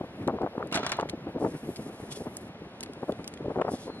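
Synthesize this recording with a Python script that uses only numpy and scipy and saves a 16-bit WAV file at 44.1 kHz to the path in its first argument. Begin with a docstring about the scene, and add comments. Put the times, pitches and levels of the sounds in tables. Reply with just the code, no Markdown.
"""Gems on a windy beach

Close to the microphone a hand tips small hard gems onto a pile, brushes over the sand and gathers
more; they click in the palm. Wind buffets the microphone in short dull puffs, the sea washes far off,
and a faint whistle falls near the end. The two closely spaced microphone ports agree in the bass
and oppose each other in the treble."""
import sys
import numpy as np
from scipy.fft import rfft, irfft, next_fast_len
from scipy.io import wavfile
from scipy.ndimage import map_coordinates

SR = 44100
rng = np.random.default_rng(int(sys.argv[2]) if len(sys.argv) > 2 else 0)


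def waveform_to_disk(signal):
    """Save audio, clipped to [-1, 1], as 16-bit WAV at the path in sys.argv[1]."""
    frames = np.transpose(np.atleast_2d(signal))
    scaled = np.clip(frames, -1, 1) * 32767
    samples = np.round(scaled).astype(np.int16)
    wavfile.write(sys.argv[1], SR, samples)


N = 176400
T = np.arange(N) / SR


def amp(db):
    """Decibels to gain."""
    return 10 ** (np.asarray(db) / 20)


def unit(x):
    """Scale to rms 1."""
    return x / np.sqrt(np.mean(x ** 2) + 1e-20)


def fade(t, life):
    """A decay that loses 60 dB in life seconds."""
    return np.exp(-np.log(1000) * t / life)


def along(points, hz):
    """Read (frequency, value) points at hz, on a log axis."""
    f, v = np.transpose(points)
    return np.interp(np.log(hz + 1), np.log(f + 1), v)


def curves(rows):
    """One value per sample for each column after the time."""
    s, *cols = np.transpose(rows)
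    return [np.interp(T, s, c) for c in cols]


def swells(rows):
    """An envelope with one bell-shaped swell per row."""
    return sum(amp(db) * np.exp(-2 * ((T - s) / length) ** 2) for s, length, db in rows)


def wobble(rate):
    """A smooth random curve, rate knots a second."""
    return map_coordinates(rng.standard_normal(4096), [T * rate], mode="wrap")


def filtered(x, response):
    """Pass x through a frequency response."""
    n = x.shape[-1]
    padded = next_fast_len(n + 4096)
    return irfft(rfft(x, padded) * response(np.fft.rfftfreq(padded, 1 / SR)), padded)[..., :n]


def struck(x, colour_db, size=4096):
    """Colour a short burst at rms gain 1; minimum phase keeps its attack sharp."""
    gain = unit(amp(colour_db(np.fft.rfftfreq(size, 1 / SR))))
    cepstrum = irfft(np.log(gain + 1e-6))
    cepstrum[1:size // 2] *= 2
    cepstrum[size // 2 + 1:] = 0
    return irfft(rfft(x, size) * np.exp(rfft(cepstrum)))


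def ringing(x, modes):
    """Pass x through resonances, keeping the power of white noise."""
    def response(f):
        total = sum((-1) ** k * amp(db) * 1j * f * width / (hz * hz - f * f + 1j * f * width)
                    for k, (hz, width, db) in enumerate(modes))
        return total / np.sqrt(np.mean(abs(total) ** 2))
    return filtered(x, response)


def add(track, s, sound):
    """Mix a sound in at time s."""
    i = round(s * SR)
    part = sound[:, max(-i, 0):max(N - i, 0)]
    track[:, max(i, 0):max(i, 0) + part.shape[1]] += part


def grains(colour, per_s):
    """Two unrelated streams of tiny random impacts, rms 1."""
    hits = (rng.random(N) < per_s / SR) * rng.standard_normal((2, N))
    return unit(filtered(hits, lambda hz: amp(along(colour, hz))))


def rush(colour):
    """Two unrelated coloured noises, rms 1."""
    return unit(filtered(rng.standard_normal((2, N)), lambda hz: amp(along(colour, hz))))


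def ports(pair, coherence, phase, balance):
    """Two unrelated signals become left and right at the microphone ports."""
    def weights(hz):
        turn = np.arccos(np.clip(along(coherence, hz), 0, 1)) / 2
        return np.array([np.cos(turn), np.sin(turn)])
    mid, side = filtered(pair, weights)
    half = np.array([[.5], [-.5]])
    return filtered(np.array([mid + side, mid - side]),
                    lambda hz: amp(half * along(balance, hz)) * np.exp(1j * half * along(phase, hz)))


def sea():
    """The sea, far off: a steady wash."""
    # spectrum of the wash (frequency [Hz], level [dB])
    colour = [(25, -20), (100, -7.5), (250, -1), (600, 3.5), (1200, -7), (2500, -10), (4000, -14.5),
              (7000, -29.5), (10500, -48), (12500, -65), (14500, -53)]
    return amp(-49.5) * rush(colour)


def whistle():
    """A thin, unsteady tone slides down, faint in the background."""
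    # course of the tone (time [s], pitch [Hz], level [dB])
    glide = [(3.62, 5390, -78), (3.66, 5130, -64), (3.74, 4870, -62), (3.82, 4400, -70), (3.9, 4240, -57),
             (4, 4080, -57)]
    hz, db = curves(glide)
    unsteady_hz = hz * (1 + 0.0056 * wobble(400))
    tone = amp(db) * unit(np.sin(2 * np.pi * np.cumsum(unsteady_hz) / SR))
    return np.array([tone, np.zeros(N)])


def wind(size=8192):
    """Each puff is a cluster of eddies slapping the ports; light turbulence flutters in between."""
    # puffs on the microphone (centre [s], length [s], level [dB], brightness [dB])
    puffs = [(0.013, 0.0052, -26.5, -3.5), (0.042, 0.015, -36.5, 0), (0.186, 0.01, -42, -21),
             (0.278, 0.013, -26, -30), (0.284, 0.0031, -20.5, 11), (0.297, 0.019, -27.5, 8),
             (0.346, 0.035, -31, -8.5), (0.387, 0.0049, -33.5, 13), (0.416, 0.015, -28, -1.5),
             (0.436, 0.011, -25, -3), (0.449, 0.013, -29.5, -3.5), (0.464, 0.0014, -25.5, 16),
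             (0.474, 0.0062, -32.5, 21), (0.555, 0.033, -39.5, 3), (0.581, 0.0016, -22.5, 1.5),
             (0.611, 0.028, -34.5, 10), (0.628, 0.00091, -26.5, 28), (0.637, 0.013, -35, -9),
             (0.657, 0.016, -35.5, -10), (0.9895, 0.0023, -21.5, 14), (0.999, 0.0069, -26, 17),
             (1.012, 0.015, -36.5, 25), (1.03, 0.0083, -26.5, 9.5), (1.058, 0.008, -34, 0),
             (1.138, 0.012, -30.5, -11), (1.271, 0.0085, -32, -4), (1.293, 0.027, -40.5, -2),
             (1.363, 0.016, -28, -8.5), (1.385, 0.0064, -34.5, -1), (1.43, 0.026, -26, -4),
             (1.45, 0.0047, -20.5, 4), (1.464, 0.013, -26, 2.5), (1.484, 0.017, -32.5, -18),
             (1.518, 0.019, -41.5, -40), (1.637, 0.016, -37.5, -25), (1.692, 0.026, -31, -22),
             (1.793, 0.016, -38, -10), (1.865, 0.0063, -35, -24), (1.9, 0.017, -40, 2),
             (2.002, 0.0021, -33.5, -5), (2.041, 0.025, -41, -11), (2.175, 0.013, -40, -6),
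             (2.214, 0.018, -33.5, -16), (2.269, 0.016, -35, 0), (2.471, 0.0061, -43, -9),
             (2.622, 0.0033, -36, -26), (2.898, 0.023, -40.5, -24), (3.033, 0.0094, -28.5, -2),
             (3.095, 0.012, -23.5, -8.5), (3.125, 0.0078, -31, -13), (3.409, 0.0073, -32, -19),
             (3.459, 0.03, -32.5, -13.5), (3.484, 0.0016, -22.5, -20), (3.508, 0.02, -31, 5.5),
             (3.56, 0.0081, -32.5, 13), (3.565, 0.003, -25, -4), (3.577, 0.0049, -24, -13),
             (3.587, 0.006, -27, 1), (3.599, 0.014, -26, 4), (3.616, 0.002, -19.5, 8.5),
             (3.62, 0.0039, -23.5, 17), (3.651, 0.0071, -27, 6), (3.671, 0.016, -34.5, 10),
             (3.682, 0.0013, -25, 13.5), (3.69, 0.014, -28.5, 3), (3.719, 0.0085, -30.5, -8),
             (3.741, 0.015, -28.5, -6.5), (3.86, 0.0043, -37, -25), (3.88, 0.015, -36, -2),
             (3.902, 0.01, -34.5, 1), (3.991, 0.0033, -41, -35)]
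    # spectra of a puff and of the flutter (frequency [Hz], level [dB])
    puff_colour = [(25, -32), (60, -14), (120, -8.5), (260, -1), (450, 0), (650, -2.5), (900, -10),
                   (1300, -19.5), (1800, -29), (3000, -44.5), (5000, -85), (12000, -76)]
    flutter_colour = [(25, -28), (60, -10.5), (120, -2.5), (220, -0.5), (400, -6.5), (700, -19),
                      (1200, -22), (2500, -27.5), (6000, -61)]
    eddies_per_s, slap_db, flutter_db = 420, 2.5, -45
    out, t = np.zeros((2, N)), (np.arange(size) - size // 2) / SR
    treble = lambda hz: along([(300, 0), (1200, 0.99)], hz)
    for s, length, db, bright_db in puffs:
        width = np.hypot(length / 2.48, .0012)
        swell = np.exp(-(t / width / 2) ** 2)
        eddies = (rng.random(size) < eddies_per_s / SR) * rng.choice([-1, 1], (2, size))
        eddies = eddies + 0.048 * rng.standard_normal((2, size))
        eddies[:, size // 2] = amp(slap_db) * rng.choice([-1, 1], 2)  # the main slap
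        puff = filtered(eddies * swell, lambda hz: amp(along(puff_colour, hz) + bright_db * treble(hz)))
        puff *= np.linalg.norm(swell) / np.linalg.norm(puff, axis=1, keepdims=True)
        add(out, s + t[0], amp(db) * puff)
    flutter = unit(rush(flutter_colour) * amp(3.6 * wobble(45)))
    return out + amp(flutter_db) * flutter


def sand(grains_per_s=5500):
    """Fine grains hiss under the fingers; the gems scrape through coarser grit and ring faintly."""
    # finger sweeps and their finest hiss (time [s], level [dB])
    sweeps = [(.1, -73), (.225, -59.5), (.32, -86), (1.37, -78), (1.41, -50), (1.46, -54.5), (1.52, -54.5),
              (1.68, -59.5), (1.85, -55), (2.08, -57.5), (2.2, -49.5), (2.3, -64), (2.42, -56.5),
              (2.55, -72), (3.0, -65), (3.1, -59.5), (3.2, -64.5), (3.67, -67), (3.72, -44), (3.8, -63.5),
              (4, -64)]
    fine_sweeps = [(1.4, -70), (1.52, -62.5), (1.66, -55), (1.85, -61), (2.05, -64), (2.22, -60),
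                   (2.45, -63), (2.55, -77), (3.0, -81), (3.1, -59), (3.2, -87)]
    # gems dragged through grit (centre [s], length [s], level [dB])
    scrapes = [(2.123, 0.019, -42), (2.165, 0.023, -47), (3.745, 0.046, -52.5), (3.83, 0.065, -52.5)]
    # spectra of sand, finest sand and grit (frequency [Hz], level [dB])
    sand_colour = [(1000, -22), (3000, -9.5), (5000, 0), (7500, -2), (10000, 4.5), (11300, -1),
                   (12500, -21), (15000, -17)]
    fine_colour = [(6000, -11), (9500, -2), (11400, 1.5), (12500, -4), (13500, -19), (15000, -30)]
    grit_colour = [(800, -37), (2000, -7), (3500, 3.5), (5200, -0.5), (8000, -2), (11000, 0), (13500, -34)]
    # resonances of the dragged gems (frequency [Hz], width [Hz], level [dB])
    modes = [(3380, 98, -2), (5100, 400, -8), (6160, 240, -8)]
    hiss = amp(curves(sweeps)[0] + 1.16 * wobble(40.44)) * grains(sand_colour, grains_per_s)
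    fine = amp(curves(fine_sweeps)[0] + 1.8 * wobble(30.2)) * grains(fine_colour, grains_per_s)
    drag = swells(scrapes)
    ring = ringing(drag * rng.standard_normal((2, N)), modes)
    grit = drag * grains(grit_colour, grains_per_s)
    return amp(-3) * (hiss + fine) + grit + amp(-5) * ring


def thuds():
    """The ground answers the heavier gems with soft, low knocks."""
    # knocks under the falling gems (centre [s], length [s], level [dB])
    knocks = [(.726, 0.0069, -31), (.755, 0.0039, -27.5), (.763, 0.0046, -33), (.772, 0.0058, -25.5),
              (.791, .003, -28.5), (.803, 0.014, -31), (.833, 0.0064, -32.5), (.842, 0.013, -37),
              (.914, 0.0015, -30.5)]
    # spectrum of the ground (frequency [Hz], level [dB])
    colour = [(50, -33), (130, -5), (300, 4), (700, -5.5), (1200, -15), (2500, -37), (6000, -80)]
    return swells(knocks) * rush(colour)


def pour():
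    """Gems land on the pile one after another; each knock sets the stones rattling and ringing."""
    # gems hitting the pile (time [s], level [dB])
    landings = [(0.7237, -31.5), (0.7349, -27), (0.745, -25.5), (0.7514, -30), (0.7594, -25),
                (0.7722, -23.5), (0.8299, -29), (.846, -29), (0.8639, -26.5), (0.886, -40), (0.8928, -30.5),
                (0.9184, -24), (0.925, -31.5), (.945, -52)]
    # resonances of the pile (frequency [Hz], width [Hz], level [dB])
    modes = [(664, 87, 11), (1330, 115, 10), (1600, 93, 6), (2360, 150, 5.5), (2880, 66, 6), (3410, 120, 3),
             (4090, 41, 6), (5000, 260, -20)]
    # spectrum of the rattle (frequency [Hz], level [dB])
    colour = [(60, -26), (220, -1), (450, -1), (900, 7.5), (1350, 2), (2000, 1), (2600, -6), (3400, -0.5),
              (4200, -4), (6000, -9), (9200, -20.5), (11200, -23), (12400, -34), (13500, -48)]
    rise_s, knock_s, settle_s, settle_db = 0.001, 0.037, 0.36, -13.5
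    power = np.zeros(N)
    for s, db in landings:
        t = np.maximum(T - s, 0)
        decay = fade(t, knock_s) + amp(settle_db) * fade(t, settle_s)
        power += (amp(db) * (1 - np.exp(-t / rise_s)) * decay) ** 2
    envelope = np.sqrt(power)
    ring = ringing(envelope * rng.standard_normal((2, N)), modes)
    rattle = unit(grains(colour, per_s=1300) + 0.63 * rush(colour))
    return amp(-3) * ring + 0.75 * envelope * rattle


def clicks(size=4096):
    """Gem on gem, close up: a dry crack, a chatter of facets and a ring the hand damps at once."""
    # contacts (time [s], level [dB], decay [s], tilt [dB/octave], ring pitch [Hz])
    contacts = [(0.276, -28.5, 0.011, 1, 4080), (.418, -40.5, 0.02, -3.5, 2380),
                (.672, -39.5, .01, 6, 9100), (.715, -32.5, 0.014, -6, 4040),
                (0.7245, -24.5, 0.037, -0.5, 2780), (0.743, -22, 0.055, -1.5, 3950),
                (0.755, -22, 0.048, -1.5, 7860), (0.7723, -26, 0.025, -1, 2550),
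                (0.8648, -19.5, 0.018, -1.5, 6930), (0.871, -30, 0.012, -3, 4100),
                (0.893, -30, 0.025, 3, 2550), (0.9185, -17, 0.014, -2.5, 5320),
                (.9258, -30, 0.018, 2, 3300), (.969, -38.5, 0.018, 7, 4100), (0.998, -29.5, 0.02, -7, 2860),
                (1.01, -28.5, 0.014, -4.5, 7000), (1.089, -28.5, 0.015, -8.5, 8040),
                (1.096, -24, 0.017, 0.5, 4140), (1.7595, -34.5, 0.033, 1, 4740),
                (1.766, -37.5, 0.037, 0, 5200), (2.1222, -33, 0.03, 4, 6400),
                (2.3684, -23, 0.016, 14, 5470), (2.8072, -25.5, 0.01, 4.5, 5800),
                (2.8295, -27.5, 0.0093, 2, 5900), (2.8341, -24, 0.014, 1, 4700),
                (2.861, -35, .007, -6, 4400), (2.934, -37, 0.014, 4, 5260), (3.121, -35.5, 0.018, -3, 3430),
                (3.243, -36, 0.024, -1.5, 5000), (3.277, -24, 0.015, 6.5, 5460),
                (3.338, -35.5, 0.024, 0, 7900), (3.374, -37.5, 0.012, -6, 3260),
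                (3.615, -31, 0.012, -7, 2950)]
    # modes of a gem (frequency [x ring pitch], level [dB], ring time [x decay])
    modes = [(1.002, 5.5, 0.96), (1.32, -8, 0.7), (1.68, -16, 0.55)]
    # spectrum of a click (frequency [Hz], level [dB])
    colour = [(200, -24), (1000, -14.5), (2000, 0.5), (3000, 3), (4500, 1.5), (5800, -3), (7800, 0),
              (10200, -2.5), (11400, -11), (12400, -17), (13500, -34), (16000, -55)]
    rise_s, crack_s, tail_s, tail_db, ring_db = 0.00031, 0.005, 0.074, -19, -9
    out, t = np.zeros((2, N)), np.arange(size) / SR
    ratio, mode_db, hold = np.transpose(modes)[:, :, None]
    per_mode = (2, len(modes), 1)
    for s, db, decay, tilt, ring_hz in contacts:
        envelope = fade(t, crack_s) + fade(t, decay) + amp(tail_db) * fade(t, tail_s)
        chatter = envelope * rng.standard_normal((2, size))
        gains = amp(mode_db + rng.normal(0, 1.4, per_mode))
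        tones = np.sin(2 * np.pi * (ratio * ring_hz * t + rng.random(per_mode)))
        ring = (gains * fade(t, hold * decay) * tones).sum(1)
        contact = (chatter + amp(ring_db) * ring) * (1 - np.exp(-t / rise_s))
        click = struck(contact, lambda hz: along(colour, hz) + tilt * np.log2(hz + 200))
        add(out, s, amp(db - 6.5) * click)
    return out


def scene():
    """Gems, sand and sea reach the microphone through the air; the wind hits its ports directly."""
    # likeness of the two ports (frequency [Hz], coherence [0-1])
    air_coherence = [(200, .9995), (600, .99), (1200, .87), (2050, .45), (3000, .68), (5500, .86),
                     (9000, .86), (13000, .8)]
    wind_coherence = [(150, .9995), (300, .998), (500, .99), (1000, .94), (2000, .7), (5000, .6)]
    # lead of left over right (frequency [Hz], phase [rad])
    air_phase = [(100, 0), (500, .06), (1000, .3), (1700, .8), (2300, 2.5), (4000, 2.7), (6000, 2.9),
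                 (12000, 3)]
    sand_phase = [(500, .06), (1700, .8), (3000, 1.92), (6000, 2.13), (12000, 2.34)]
    wind_phase = [(100, .005), (400, .07), (800, .33), (1400, 1), (2200, 2.1), (4000, 2.6)]
    # balance of left over right (frequency [Hz], level [dB])
    air_balance = [(300, 0), (1200, -1.5), (2000, 0), (4200, 1), (8000, 1.5), (12000, 0)]
    wind_balance = [(150, 0), (280, .5), (550, 3.2), (1100, 2.8), (2500, 0)]
    airborne = clicks() + pour() + thuds() + sea() + whistle()
    return (ports(airborne, air_coherence, air_phase, air_balance)
            + ports(sand(), air_coherence, sand_phase, air_balance)
            + ports(wind(), wind_coherence, wind_phase, wind_balance))


def record(dry, top_hz=15200):
    """The recorder keeps nothing above its band limit."""
    return filtered(dry, lambda hz: hz < top_hz)


dry = scene()
out = record(dry)
waveform_to_disk(out)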